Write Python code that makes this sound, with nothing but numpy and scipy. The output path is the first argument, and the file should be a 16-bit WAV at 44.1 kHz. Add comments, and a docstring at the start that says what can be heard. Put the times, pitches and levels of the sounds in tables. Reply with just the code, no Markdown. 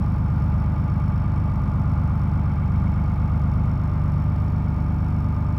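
"""Six-cylinder diesel idling, from the driver's seat

One microphone in the closed cab hears a fast cold idle that creeps up in speed and sags twice.
Firings boom through mounts and floor as tones locked to the crank; timing gears and pumps hum above.
The block clatters nearly alike every cycle and rings its panels; air, belts and valve gear rush as noise.
Injectors tick thinly through the bulkhead, bursts ringing the fuel lines over a steady faint hiss.
Late on the load shifts: the speed drops a little and boom, hum and panel ring change colour."""
import sys
import numpy as np
from scipy import signal
from scipy.fft import rfft, irfft
from scipy.io import wavfile
from scipy.ndimage import map_coordinates

SR = 44100
rng = np.random.default_rng(int(sys.argv[2]) if len(sys.argv) > 2 else 0)


def persist_wave(psi):
    """Save psi, clipped to +-1, as 16-bit WAV."""
    counts = np.round(np.clip(psi, -1, 1) * 32767).astype(np.int16)
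    wavfile.write(sys.argv[1], SR, np.atleast_2d(counts).T)


def invert_db(x):
    """Field ratio 10**(x/20) for x, a level in decibels (scalar or array-like)."""
    u = np.asarray(x, float) / 20
    return 10 ** u


N = 246078


def level(x, db):
    """Set the rms level."""
    return x * invert_db(db) / np.sqrt(np.mean(x ** 2))


def colour(x, points):
    """Shape a sound's spectrum by (frequency [Hz], gain [dB]) points, joined over log frequency."""
    hz, db = np.transpose(points)
    bins_hz = np.arange(N // 2 + 1) * SR / N + 1
    gain_db = np.interp(np.log(bins_hz), np.log(hz), db)
    return irfft(rfft(x) * invert_db(gain_db), N)


def ring(x, hz, width_hz):
    """One resonance, gain 1 at its centre."""
    return signal.lfilter(*signal.iirpeak(hz, hz / width_hz, fs=SR), x)


def walk(rate):
    """Smooth random drift, rate knots a second; spread near 1."""
    knots = rng.standard_normal(int(N / SR * rate) + 2)
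    coarse = np.arange(0, N + 128, 128)
    drift = map_coordinates(knots, [coarse * rate / SR], order=2, mode="nearest")
    return np.interp(np.arange(N), coarse, drift)


def crank():
    """Engine cycles turned so far (two turns each) and the load, 0 before the shift and 1 after."""
    # brief dips in idle speed: (time [s], speed lost [rpm], half width to 1/e [s])
    sags = [(2.56, 17.1, .193), (4.075, 10.35, .187)]
    idle_rpm, climb_rpm_per_s, load_drop_rpm = 1001.73, .841, 9.62
    shift_s, shift_takes_s = 3.7, .15
    start_cycles = -.0113
    hunt_degrees, hunts_per_s = .8, 3  # the crank runs a little ahead or behind

    t = np.arange(N) / SR
    load = np.clip((t - shift_s) / shift_takes_s, 0, 1)
    rpm = idle_rpm + climb_rpm_per_s * t - load_drop_rpm * load
    for sag_s, lost_rpm, width_s in sags:
        rpm = rpm - lost_rpm * np.exp(-((t - sag_s) / width_s) ** 2)
    turned = np.cumsum(rpm) / (120 * SR)
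    hunting = hunt_degrees / 720 * walk(hunts_per_s)
    return start_cycles + turned + hunting, load


def hum(cycles, load, times, before_db, after_db, angle, waver_db, slip):
    """One tone locked to the crank, wavering in strength and slipping a little in step."""
    db = before_db + (after_db - before_db) * load + waver_db * walk(5.0)
    phase = 2 * np.pi * times * cycles + angle + slip * walk(4.0)
    return np.sqrt(2) * invert_db(db) * np.cos(phase)


def boom(cycles, load):
    """Firing tones: all cylinders, the halves, pairs and one odd cylinder each arrive at their own angle."""
    # low tones: (times per cycle, rms level before the shift [dB], rms level after it [dB])
    boom_tones = [(5, -55, -57), (6, -31, -32), (7, -49, -52), (8, -37, -40), (9, -26, -27), (10, -40, -40),
                  (11, -41, -43), (12, -26.5, -26), (13, -48, -46), (14, -37, -45), (15, -42, -39),
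                  (16, -31, -38), (17, -46, -43), (18, -29.5, -28), (19, -41, -43), (20, -48, -45),
                  (21, -37, -40), (22, -39, -38), (23, -45, -47), (24, -35, -40), (25, -45, -45),
                  (26, -48, -45), (27, -46, -47), (28, -49, -47), (29, -50, -54), (30, -45, -41),
                  (31, -50, -52), (32, -53, -57), (33, -53, -56), (34, -54, -53), (36, -49, -48),
                  (37, -60, -58), (38, -55, -52), (39, -56, -57), (40, -65, -55)]
    # by cylinders that share the pulse: group -> (lag [crank degrees], pulse skew [degrees of tone phase])
    trains = {6: (665, -75), 3: (624, -124), 2: (321, 23), 1: (90, 69)}
    # phase bend that sets the shape of the firing pulses; grows with times squared
    bend_rad = .071

    out = 0
    for times, before_db, after_db in boom_tones:
        times = int(times)
        lag, skew = trains[int(np.gcd(times, 6))]
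        angle = np.radians(skew - times * lag / 2) + bend_rad * times ** 2
        # weak tones come from differences between cylinders, so they waver more
        loose = np.clip(-before_db - 16.5, 2, 20)
        out = out + hum(cycles, load, times, before_db, after_db, angle, 0.1 * loose, 0.027 * loose)
    return out


def gears(cycles, load):
    """Mesh tones of the timing gears and pumps; backlash shifts them all together."""
    # (times per cycle, rms level before the shift [dB], rms level after it [dB],
    # crank angle that sets each tone's phase [degrees])
    mesh_tones = [(42, -58, -64, 90), (50, -60, -56.5, 90), (60, -59, -66, 180), (72, -57.5, -53.5, 180),
                  (75, -59.5, -63, 180), (84, -58.5, -58.5, 300), (90, -59, -60, 200), (99, -55, -70, 228),
                  (100, -52, -68, 228), (101, -58.5, -66, 228), (103, -60, -68, 228), (104, -59, -61, 63.4),
                  (105, -51, -53, 63.4), (106, -57, -64, 63.4), (114, -59, -66, 300),
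                  (134, -58.5, -70, 430), (135, -59, -65, 430), (140, -54.5, -70, 430),
                  (144, -52.5, -69, 430), (145, -55.5, -62, 430), (146, -51.5, -50.5, 430),
                  (168, -59.5, -67, 90)]

    meshing = cycles + 0.00037 * walk(4.61)
    out = 0
    for times, before_db, after_db, degrees in mesh_tones:
        angle = -np.radians(int(times) * degrees / 2)
        out = out + hum(meshing, load, int(times), before_db, after_db, angle, 1.3, .15)
    return out


def repeating(cycles, memory):
    """Noise tied to crank angle: each cycle keeps most of the last one's pattern."""
    size = 2048  # points per cycle
    fresh = rng.standard_normal((int(cycles[-1]) + 12, size))
    patterns = signal.lfilter([np.sqrt(1 - memory ** 2)], [1, -memory], fresh, axis=0)
    pattern = patterns[8:].ravel()  # the first cycles let the memory settle
    return np.interp((cycles + 1) * size, np.arange(pattern.size), pattern)


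def clatter(cycles, load):
    """Block knock and the panels it rings, each panel swelling at its own crank angle."""
    # block knock through the bulkhead: (frequency [Hz], relative density [dB per Hz])
    block = [(200, -31), (340, -3.5), (480, -7), (620, -3.5), (780, -6), (1000, -4), (1200, -3),
             (1450, -11), (1700, -18), (1920, -19), (2250, -20), (2600, -25), (3300, -34.5), (5000, -41),
             (7000, -70.5)]
    # resonances: (frequency [Hz], width [Hz], rms level before throbbing [dB],
    # angle of a hard knock [crank degrees], knocks per cycle, throb before the shift [dB])
    panels = [(599, 29, -56.5, 181, 1, 0), (865, 71, -57.5, 70, 1, 4), (948, 29, -59, 89, 1, 2.5),
              (1058, 39, -57.5, 330, 1, 2.5), (1205, 61, -59, 410, 1, 6), (1402, 62, -55.5, 580, 1, 1.5),
              (1600, 61, -63, 250, 2, 2), (2070, 70, -70, 590, 2, 2), (2236, 80, -61, 690, 2, 4.5),
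              (2368, 46, -72.5, 760, 2, 0.5), (2650, 70, -73, 550, 2, 3.5), (3147, 45, -73.5, 150, 6, 2.5),
              (3570, 100, -76.5, 170, 6, 1)]
    # under load the panels ring more evenly and a little less
    loaded_throb, loaded_ring_db = 0.33, -1

    knock = level(colour(repeating(cycles, 0.895), block), -43.0)
    out = knock * invert_db(0.65 * walk(3.2))
    depth = 1 - (1 - loaded_throb) * load
    for hz, width_hz, db, degrees, knocks, throb_db in panels:
        beat = np.cos(2 * np.pi * round(knocks) * (cycles - degrees / 720))
        throb = invert_db(throb_db * depth * beat + loaded_ring_db * load + 0.96 * walk(2.6))
        out = out + level(ring(repeating(cycles, .88), hz, width_hz), db) * throb
    return out


def rush(cycles):
    """Air, belts and valve gear: noise that never repeats, lifted a little by each firing."""
    # spectrum: (frequency [Hz], relative density [dB per Hz])
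    rush_colour = [(25, -20), (50, 0.5), (150, 6.5), (300, -9.5), (500, -13), (1200, -12), (1600, -20.5),
                   (1900, -24), (3000, -33), (4500, -42), (6500, -49.5), (10000, -50), (15500, -52.5)]

    firing_db = 1.3 * np.cos(2 * np.pi * (6 * cycles - .16))
    puff = invert_db(firing_db + 0.44 * walk(3.7) + 1.2 * walk(17.5))
    return level(colour(rng.standard_normal(N), rush_colour), -41.5) * puff


def ticks(cycles):
    """A sharp burst at each injection with a short rattle after it, ringing the fuel lines."""
    # in firing order, before chance: (lateness [crank degrees], relative strength [dB])
    injectors = [(.7, .3), (1.5, -.7), (-1.4, .4), (4.6, -.1), (-.8, -.1), (-1.1, -1.7)]
    # fuel line resonances: (frequency [Hz], width [Hz], relative rms level [dB])
    line_rings = [(3780, 240, -9), (4400, 140, -8.5), (4640, 130, -10), (4720, 130, -8), (5300, 110, -7),
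                  (5400, 110, 0.5), (6530, 150, -10.5), (7040, 140, -13.5), (8190, 240, -10.5),
                  (8860, 150, -15.5), (9540, 200, -15.5), (10000, 150, -17.5), (11550, 280, -11.5),
                  (12100, 350, -9.5), (13500, 250, -14), (15550, 280, -14.5)]
    # spray heard broadly: (frequency [Hz], gain [dB])
    spray = [(2500, -31.5), (4000, 0.0), (7000, -8.0), (12500, -5.0), (16000, -10.0)]

    count = int(6 * cycles[-1]) + 1
    late, db = np.array(injectors)[np.arange(count) % 6].T
    chance = rng.standard_normal((count, 2)).T
    degrees = 120 * np.arange(count) + late + 1 + 2.5 * chance[0]
    places = np.interp(degrees / 720, cycles, np.arange(N)).astype(int)
    blows = np.zeros(N)
    blows[places] = invert_db(db + 1.1 * chance[1])

    t = np.arange(int(.025 * SR)) / SR
    shape = (1 - np.exp(-t / 0.00042)) * (np.exp(-t / 0.0012) + 0.29 * np.exp(-t / .007))
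    # a steady faint treble hiss fills the gaps between ticks
    burst = signal.fftconvolve(blows, shape)[:N] + 0.105

    # the needle's own blow rings every line alike; the spray behind it is different each time
    rung = 0
    for hz, width_hz, ring_db in line_rings:
        struck = 2.8 * blows + burst * rng.standard_normal(N) / 2.5
        rung = rung + level(ring(struck, hz, width_hz), ring_db)
    broad = colour(burst * rng.standard_normal(N), spray)
    return level(rung, -66.5) + level(broad, -76.5)


def scene():
    """Everything but the hiss and drifts turns with the crank: two turns make a cycle of six firings."""
    cycles, load = crank()
    low = boom(cycles, load) + gears(cycles, load)
    mix = low + clatter(cycles, load) + rush(cycles) + ticks(cycles)
    return mix[None]


def top_cut(x):
    """Nothing passes above the cut-off."""
    return signal.sosfilt(signal.butter(12, 15830, fs=SR, output="sos"), x)


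def record(dry):
    """The single microphone's sound as kept."""
    return top_cut(dry)


dry = scene()
out = record(dry)
persist_wave(out)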